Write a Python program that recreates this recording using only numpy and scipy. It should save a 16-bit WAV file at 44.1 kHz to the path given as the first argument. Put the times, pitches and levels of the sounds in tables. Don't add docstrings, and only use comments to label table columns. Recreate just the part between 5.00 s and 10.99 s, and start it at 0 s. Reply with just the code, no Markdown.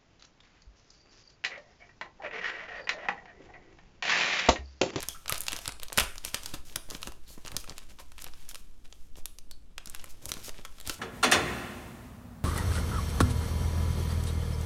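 import sys
import numpy as np
from scipy import signal
from scipy.fft import rfft, irfft, next_fast_len
from scipy.io import wavfile

SR = 44100
rng = np.random.default_rng(int(sys.argv[2]) if len(sys.argv) > 2 else 0)


def unload_wav(signal):
    wavfile.write(
        sys.argv[1],
        SR,
        np.round(np.clip(np.atleast_2d(signal).T, -1, 1) * 32767).astype(np.int16),
    )


N = 264159

# start_s, level_db, pitch_hz, edge_db (against the level), decay_ms
CREASE_SNAPS = [(.0047, -31, 4610, -5, 1.2), (0.0283, -33.5, 2860, 8.5, 2.3), (.0863, -25, 4770, 7, 0.55),
                (0.2589, -34, 2110, -13, 1.3), (.2804, -26.5, 3320, -7, 1), (0.2956, -23, 2160, 9, 0.46),
                (.3238, -18, 2920, 2, 1), (0.3437, -31, 4120, 1, .7), (0.3799, -33, 5500, 8.5, 0.45),
                (.4065, -35.5, 5900, 18, 0.51), (.4173, -34.5, 6000, 7, .3), (.436, -40, 4200, 9, 1.1),
                (.4669, -31, 3500, -3, 1.3), (0.4828, -17.5, 3400, -6.5, 1.4), (.511, -36, 2900, -11, 0.64),
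                (0.5208, -26.5, 2700, -2, 0.98), (0.5307, -23.5, 3500, -2, .4), (0.5644, -29, 5330, -1, .3),
                (0.5713, -34.5, 2900, 0, 0.74), (0.5892, -32.5, 2100, 1, 0.54),
                (0.6569, -29.5, 2800, -5, 1.6), (0.6783, -23, 3900, 2, 0.5), (.691, -28.5, 1960, -9, 4.5),
                (0.7217, -35.5, 4200, -2.5, 0.98), (0.7985, -37, 2900, -4, 1.1),
                (0.8261, -38, 1650, -15, 0.83), (.8324, -29, 4160, 5.5, 0.55),
                (0.8838, -36.5, 4100, -5, 1.2), (0.901, -39, 1300, -26, 0.91), (.923, -32, 1020, -26, 1),
                (.929, -32, 4540, 7.5, 0.59), (0.975, -17.5, 2930, 3.5, 2.2), (.982, -11, 1540, -1.5, 1.2),
                (0.987, -8.5, 2900, -6, 1.1), (0.9979, -16, 3000, 2.5, 2.8), (1.0044, -16, 2610, -5, 5.2),
                (1.157, -39.5, 1800, -2, .8), (1.1809, -31, 5130, -6, 0.7), (1.2496, -26, 3180, 5.5, 1.4),
                (1.3444, -18.5, 4350, 1, 0.51), (1.3467, -25.5, 3100, -1.5, 2.9),
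                (1.4342, -36, 4600, 1, .8), (1.4594, -26, 4450, -1, 2.5), (1.5398, -28.5, 3640, 1, 8.9),
                (1.7579, -29.5, 3440, 4, 0.28), (1.76, -22.5, 3650, 6.5, 0.69),
                (1.9021, -34, 4430, 1, 0.85), (1.9095, -31, 4160, -6, 0.64), (1.9496, -29, 3300, -20, 1.3),
                (2.0185, -41, 3700, 4, 0.83), (2.0298, -25.5, 3230, -8, 1.2), (2.0723, -31, 4000, 0, 1.3),
                (2.121, -42.5, 1300, 0, 0.64), (2.3803, -52, 905, 0, .5), (2.4617, -35.5, 2580, -3, 1.5),
                (2.4722, -35.5, 2050, -2.5, 1.7), (2.4796, -32, 3840, -10, 0.94),
                (2.5178, -34.5, 2540, -2.5, 2.7), (2.566, -19.5, 5300, 0.5, 1.6),
                (2.6422, -39, 1900, -3, 2), (2.676, -40, 1500, -19, 2.9), (2.696, -31, 4370, -11, 0.61),
                (2.781, -34, 3030, 1, 1.3), (2.9978, -41.5, 1260, -1, 15), (3.119, -44.5, 2330, -1.5, 1.6),
                (3.181, -36.5, 2550, -7, 0.97), (3.221, -38, 4340, 7, 1.2), (3.243, -35, 3780, 8, 0.38),
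                (3.265, -36.5, 1520, -21, 1.8), (3.3367, -42.5, 2880, -20, 1.1), (3.4908, -38, 6000, 8, .5),
                (3.512, -38, 3120, 0, 2.4), (3.5459, -34.5, 3330, 0, 1), (3.5555, -34, 3160, -1, 2.2),
                (3.926, -38.5, 3300, -20, 1.4), (4.156, -44.5, 2600, -13, 2.2),
                (4.2566, -29.5, 4780, 8, 0.37), (4.386, -37.5, 5430, 0, 1.1), (4.512, -37.5, 4190, 2, 2.5),
                (4.7806, -27.5, 2980, -9.5, 1), (4.8582, -37.5, 5350, 5, .6), (4.8731, -36, 5340, -7, 1.4),
                (4.898, -44, 4500, 14, 0.85), (4.9482, -32, 2750, 4, 1.5), (4.995, -39.5, 3000, -18, 4.7),
                (5.042, -36.5, 2020, 4, 1.2), (5.2562, -33, 4860, 8, 0.22), (5.291, -34, 2700, 7.5, 5.4),
                (5.318, -20.5, 5930, -1.5, 0.66), (5.3391, -31.5, 4800, 1, 0.58),
                (5.3686, -43, 1100, -12, 1.8), (5.4932, -32, 2130, -3, 0.64), (5.65, -31.5, 2030, -4, 5.4),
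                (5.784, -44, 3000, -8, 2.8), (5.801, -39, 3730, 5, 1.2), (5.8112, -39, 3380, 1, 0.95),
                (5.8663, -37.5, 4200, 1.5, .5), (5.8744, -29.5, 4840, 5.5, .8), (5.896, -22, 2520, -1, 1.8),
                (5.8988, -27, 3240, -12, 9.2)]
# pitch_hz, gain_db, t60_s
FAINT_RESONANCES = [(794, -42.5, 0.19), (736, -41.5, .16), (1240, -39, 0.088), (1444, -42, 0.087),
                    (1595, -36.5, 0.089), (2840, -38, 0.062), (3160, -43, 0.039)]
# start_s, peak_db, pitch_hz
FILM_PINGS = [(.0854, -38.5, 3340), (.296, -36, 1270), (.484, -55, 3500), (4.511, -46, 4300)]
# start_s, swing_db, pitch_hz
SHEET_FLAPS = [(0.083, -43.5, 106), (0.319, -35.5, 107), (.531, -36.5, 290), (0.678, -35.5, 107),
               (.977, -26, 118), (1.01, -27.5, 55.3), (1.341, -34, 127.2), (1.538, -32, 136),
               (1.76, -35, 108), (1.917, -36, 417), (1.949, -36.5, 190), (2.073, -34, 220),
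               (2.377, -43, 192), (2.521, -42, 100), (2.543, -38.5, 140), (2.565, -38, 89),
               (2.718, -43.5, 131), (3.265, -42.5, 445), (4.87, -45.5, 167), (5.3, -41, 57),
               (5.368, -40.5, 156), (5.482, -39, 390), (5.874, -36, 83), (5.898, -33.5, 302)]
# start_s, length_s, level_db, pitch_hz, width_hz
FINGER_RUBS = [(.143, 0.029, -54.5, 1300, 200), (2.253, .1, -61, 4240, 500),
               (2.268, 0.091, -55, 13000, 4000), (2.983, 0.0254, -55.5, 1030, 260)]
# start_s, length_s, crackle_db, flutter_db
HAND_BENDS = [(0, 0.039, -49, -51), (0.288, 0.075, -40.5, -51), (0.494, .1, -52.5, -74),
              (0.637, .05, -49, -59), (0.816, 0.032, -51.5, -58), (0.927, 0.06, -49.5, -53),
              (0.967, 0.08, -50, -50), (1.24, 0.044, -45, -65), (1.335, 0.049, -45, -64),
              (1.425, 0.16, -53, -57), (1.672, 0.083, -58.5, -57), (1.887, 0.053, -54.5, -47.5),
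              (1.99, 0.052, -57, -53), (2.058, 0.027, -65, -52), (2.269, 0.08, -67, -61),
              (2.444, 0.048, -54.5, -55.5), (2.515, 0.041, -65, -57), (2.685, 0.033, -52.5, -54.5),
              (2.76, 0.077, -58, -63), (2.888, 0.028, -57, -57), (2.988, 0.02, -52.5, -57.5),
              (3.182, 0.1, -57, -61), (3.33, 0.19, -65.5, -76), (3.844, 0.014, -56, -61.5),
              (4.171, 0.036, -62, -57), (4.461, .27, -76, -77), (4.875, 0.21, -58.5, -63.5),
              (5.133, 0.043, -71, -64), (5.215, 0.087, -63, -50.5), (5.317, 0.18, -57, -52.5),
              (5.544, 0.071, -57.5, -58), (5.85, 0.048, -49.5, -54)]
# start_s, length_s, level_db
FILM_SLIDES = [(.09, 0.044, -51.5), (.365, 0.064, -60.5), (.61, 0.042, -54), (1, .035, -40),
               (1.255, 0.037, -46.5), (1.455, .05, -57), (1.65, 0.08, -56.5), (1.9, 0.065, -51.5),
               (2.02, 0.065, -55), (2.28, 0.073, -58), (2.575, 0.036, -51.5), (2.895, 0.025, -64.5),
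               (2.99, 0.026, -56.5), (3.2, 0.023, -52), (3.35, 0.088, -79), (3.488, 0.018, -46.5),
               (3.545, 0.054, -60), (3.9, 0.17, -72), (4.165, 0.026, -55), (5.09, 0.022, -52.5),
               (5.22, 0.056, -56.5), (5.285, 0.007, -43), (5.35, 0.13, -56), (5.438, 0.042, -44),
               (5.88, 0.064, -46)]
# time_s, level_db
HELD_RUSTLE = [(0, -55.5), (.22, -63), (.55, -51), (.78, -71.5), (1.2, -61), (1.52, -55.5), (1.62, -68),
               (2.06, -61.5), (2.2, -70), (2.55, -59.5), (2.96, -68.5), (3.42, -62), (3.76, -72),
               (4, -71.5), (4.72, -81), (4.899, -66.5), (5.7, -63.5), (5.99, -55.5)]
# frequency_hz, density_db
CRACKLE_SPECTRUM = [(500, -13.5), (800, 1), (1300, -5.5), (2000, -1), (3200, 1), (5000, -3), (7000, -9),
                    (12000, -4.5)]
HISS_SPECTRUM = [(2500, -9), (4000, -9.5), (5500, -7), (8000, -10.5), (10500, -6.5), (13000, -3),
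                 (16000, -9.5)]
FLUTTER_SPECTRUM = [(60, 5), (110, 5), (200, -7), (350, -8), (600, -9), (900, -11.5), (1600, -34)]
# time_s, share_db
ROOM_SHARE = [(0, -1.5), (3.402, -5), (4.2, -3.5), (5.99, -3)]
# frequency_hz, level_db
ECHO_SPECTRUM = [(100, -21.5), (400, -3.5), (1200, -5), (3000, -7.5), (6000, -10), (10000, -10.5),
                 (16000, -16.5)]
# frequency_hz, t60_s
ECHO_DECAY = [(100, .35), (500, 0.29), (1500, 0.39), (4000, 0.33), (9000, 0.44), (16000, 0.53)]
# frequency_hz, density_db
RUMBLE_SPECTRUM = [(4, 19.5), (12, 10.5), (22, 3), (35, -13), (55, -3), (75, -18), (120, -25), (200, -28.5),
                   (400, -38), (900, -46)]
AIR_SPECTRUM = [(300, 8.5), (1000, -23.5), (3000, -6), (7000, -19.5), (16000, -15.5)]
# frequency_hz, gain_db
MIC_RESPONSE = [(100, -2.5), (300, 3.5), (600, 0.5), (900, 0.5), (1350, 7), (2000, 1.5), (3200, 1),
                (4500, 1), (7000, 5), (10000, -0.5), (13000, -5.5), (16000, -10)]

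BODY_DB, BODY_AT_HZ, BODY_DB_PER_OCTAVE = -10.5, 3500, -7.5
THINNING_DB_PER_DB, MIDDLING_DB = 0.14, -31
SETTLE_MS, SETTLE_DB = 4.4, -16
OVERLOAD, CUTOFF_HZ = 0.46, 16500


def crease_snaps(kick=5.1, shudder_db=-13, shudder_ms=3.6, trim_db=-2.5, size=1536):
    out, ms = np.zeros(N), np.arange(size) * 1000 / SR
    for s, level_db, hz, edge_db, decay_ms in CREASE_SNAPS:
        scatter = rng.standard_normal(size)
        push = scatter * (np.exp(-ms / decay_ms) + from_db(shudder_db) * np.exp(-ms / shudder_ms))
        push[0] += kick
        delay_ms = SETTLE_MS * np.exp(0.43 * scatter[-1])
        push += from_db(SETTLE_DB) * np.interp(ms - delay_ms, ms, push, left=0)
        body_db = BODY_DB + BODY_DB_PER_OCTAVE * np.log2(hz / BODY_AT_HZ)
        body_db -= THINNING_DB_PER_DB * (level_db - MIDDLING_DB)
        facet = rms_one(band(resonate(push, hz, 0.75 * hz), 1300, 6100))
        body = rms_one(band(push, 499, 1270))
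        edge = rms_one(band(push, 9100, 14600))
        snap = facet + from_db(body_db) * body + from_db(edge_db) * edge
        add(out, s, from_db(level_db + trim_db) * snap / np.sqrt(ms[-1]))
    return out


def faint_ring(snaps):
    out = np.zeros(N)
    for hz, gain_db, t60_s in FAINT_RESONANCES:
        radius, angle = from_db(-60 / (t60_s * SR)), 2 * np.pi * hz / SR
        feedback = [1, -2 * radius * np.cos(angle), radius ** 2]
        out += from_db(gain_db) * signal.lfilter([0, np.sin(angle)], feedback, snaps + 1e-18)
    return out


def film_pings(decay_s=0.021, size=8192):
    out, t = np.zeros(N), np.arange(size) / SR
    for s, peak_db, hz in FILM_PINGS:
        ring = band(rng.standard_normal(size), .94 * hz, 1.06 * hz) * np.exp(-t / decay_s)
        add(out, s, from_db(peak_db) * ring / np.abs(ring).max())
    return out


def sheet_flaps(decay_cycles=0.32, puff_db=-7, puff_s=0.012, waft_db=-12, waft_s=0.057, size=9000):
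    out, t = np.zeros(N), np.arange(size) / SR
    for s, swing_db, hz in SHEET_FLAPS:
        noise = rng.standard_normal(size)
        swing = np.sin(2 * np.pi * hz * t) * t * np.exp(-t * hz / decay_cycles)
        puff = from_db(puff_db) * rms_one(band(noise, 77, 360, order=1)) * np.exp(-t / puff_s)
        waft = from_db(waft_db) * rms_one(band(noise, 25, 58)) * np.exp(-t / waft_s)
        add(out, s, from_db(swing_db) * (swing / np.abs(swing).max() + puff + waft))
    return out


def rustle():
    crackle_gain = from_db(-1.5) * hand_strokes([(s, length, db) for s, length, db, _ in HAND_BENDS])
    flutter_gain = from_db(-1.5) * hand_strokes([(s, length, db) for s, length, _, db in HAND_BENDS])
    hiss_gain = from_db(-0.5) * hand_strokes(FILM_SLIDES)
    held_gain = gain_curve(HELD_RUSTLE)
    crackle = colour(crinkles(), CRACKLE_SPECTRUM)
    whisper = colour(grains(per_s=1000, spread_db=7, friction=1.5), CRACKLE_SPECTRUM)
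    hiss = colour(grains(per_s=1300, spread_db=5.5, friction=1.4), HISS_SPECTRUM)
    flutter = colour(grains(per_s=160, spread_db=8, friction=0.79), FLUTTER_SPECTRUM)
    moving = crackle_gain * crackle + hiss_gain * hiss + flutter_gain * flutter
    held = from_db(-2.5) * whisper + from_db(-3.5) * hiss + from_db(-4) * flutter
    return moving + held_gain * held


def hand_strokes(rows, attack_s=0.0072, release_s=0.011):
    t = np.linspace(0, N / SR, 6000)
    gain = np.zeros_like(t)
    for s, length_s, level_db in rows:
        attack = np.clip((t - s) / attack_s + .5, 0, 1)
        release = np.exp(-np.clip((t - s - length_s) / release_s, 0, 20))
        gain += from_db(level_db) * attack * release
    return np.interp(np.arange(N) / SR, t, gain)


def crinkles(pitches=9):
    ticks = grains(per_s=330, spread_db=5, friction=0)
    pitch_index = rng.integers(0, pitches, N)
    pitched = sum(resonate(ticks * (pitch_index == k) + 1e-18, hz, .9 * hz) / hz ** .25
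                  for k, hz in enumerate(np.geomspace(1300, 12000, pitches)))
    return rms_one(pitched) + rng.standard_normal(N)


def grains(per_s, spread_db, friction):
    sizes = from_db(spread_db * np.minimum(rng.exponential(1, N), 4)) * rng.choice([-1, 1], N)
    clicks = sizes * (rng.random(N) < per_s / SR)
    return rms_one(clicks) + friction * rng.standard_normal(N)


def finger_rubs():
    out = np.zeros(N)
    for s, length_s, level_db, hz, width_hz in FINGER_RUBS:
        size = round(length_s * SR)
        slips = rms_one(resonate(rng.laplace(0, 1, size), hz, width_hz))
        add(out, s, from_db(level_db) * slips * signal.windows.tukey(size, .5))
    return out


def room_echo(x, build_s=0.0035, desk_s=0.002, desk_db=-36.5):
    t = np.arange(SR // 2) / SR
    edges_hz = np.geomspace(70, 18000, 13)
    white, echo = rng.standard_normal((2, len(t))), np.zeros(len(t))
    for k, (low, high) in enumerate(zip(edges_hz, edges_hz[1:])):
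        hz = np.sqrt(low * high)
        fade = from_db(-60 * t / at_hz(ECHO_DECAY, hz)) * (1 - np.exp(-t / build_s))
        tail = rms_one(band(white[k % 2], low, high) * fade)
        share = 2 * (high - low) / SR
        echo += from_db(at_hz(ECHO_SPECTRUM, hz)) * np.sqrt(share / len(t)) * tail
    echo[round(desk_s * SR)] += from_db(desk_db)
    return signal.fftconvolve(x, echo)[:N]


def room_tone(rumble_db=-37.5, air_db=-76):
    rumble = from_db(rumble_db) * colour(rng.standard_normal(N), RUMBLE_SPECTRUM)
    air = from_db(air_db) * colour(rng.standard_normal(N), AIR_SPECTRUM)
    return rumble + air


def from_db(db):
    return 10 ** (np.asarray(db) / 20)


def rms_one(x):
    return x / np.sqrt(np.mean(x ** 2) + 1e-20)


def gain_curve(points):
    return from_db(np.interp(np.arange(N) / SR, *np.transpose(points)))


def at_hz(points, hz):
    table_hz, value = np.transpose(points)
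    return np.interp(np.log(np.maximum(hz, 1)), np.log(table_hz), value)


def band(x, low_hz, high_hz, order=2):
    return signal.sosfilt(signal.butter(order, [low_hz, high_hz], "band", fs=SR, output="sos"), x)


def resonate(x, hz, width_hz):
    radius = np.exp(-np.pi * width_hz / SR)
    feedback = [1, -2 * radius * np.cos(2 * np.pi * hz / SR), radius ** 2]
    return signal.lfilter(np.array([1, 0, -1]) * (1 - radius ** 2) / 2, feedback, x)


def colour(x, spectrum):
    size = next_fast_len(N)
    hz = np.arange(size // 2 + 1) * SR / size + 1
    skirts = np.minimum(hz / spectrum[0][0], 1) * np.minimum(spectrum[-1][0] / hz, 1)
    gain = from_db(at_hz(spectrum, hz)) * skirts ** 2
    return rms_one(irfft(rfft(x, size) * gain, size)[:N])


def add(out, s, sound):
    start = min(max(round(s * SR), 0), N)
    out[start:start + len(sound)] += sound[:N - start]


def scene():
    snaps = crease_snaps()
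    handling = snaps + from_db(-29) * faint_ring(snaps) + film_pings()
    handling += finger_rubs() + sheet_flaps() + rustle()
    echo = room_echo(handling * gain_curve(ROOM_SHARE))
    return (handling + echo + room_tone())[None]


def record(dry):
    hz = np.linspace(0, SR / 2, 1025)
    mic_power = from_db(at_hz(MIC_RESPONSE, hz)) ** 2
    mic_impulse = signal.minimum_phase(signal.firwin2(1023, hz, mic_power, fs=SR))
    coloured = signal.fftconvolve(dry, mic_impulse[None])[:, :N]
    rounded = OVERLOAD * np.tanh(coloured / OVERLOAD)
    top_cut = signal.ellip(10, .2, 80, CUTOFF_HZ, fs=SR, output="sos")
    return signal.sosfilt(top_cut, rounded)


dry = scene()
out = record(dry)
unload_wav(out)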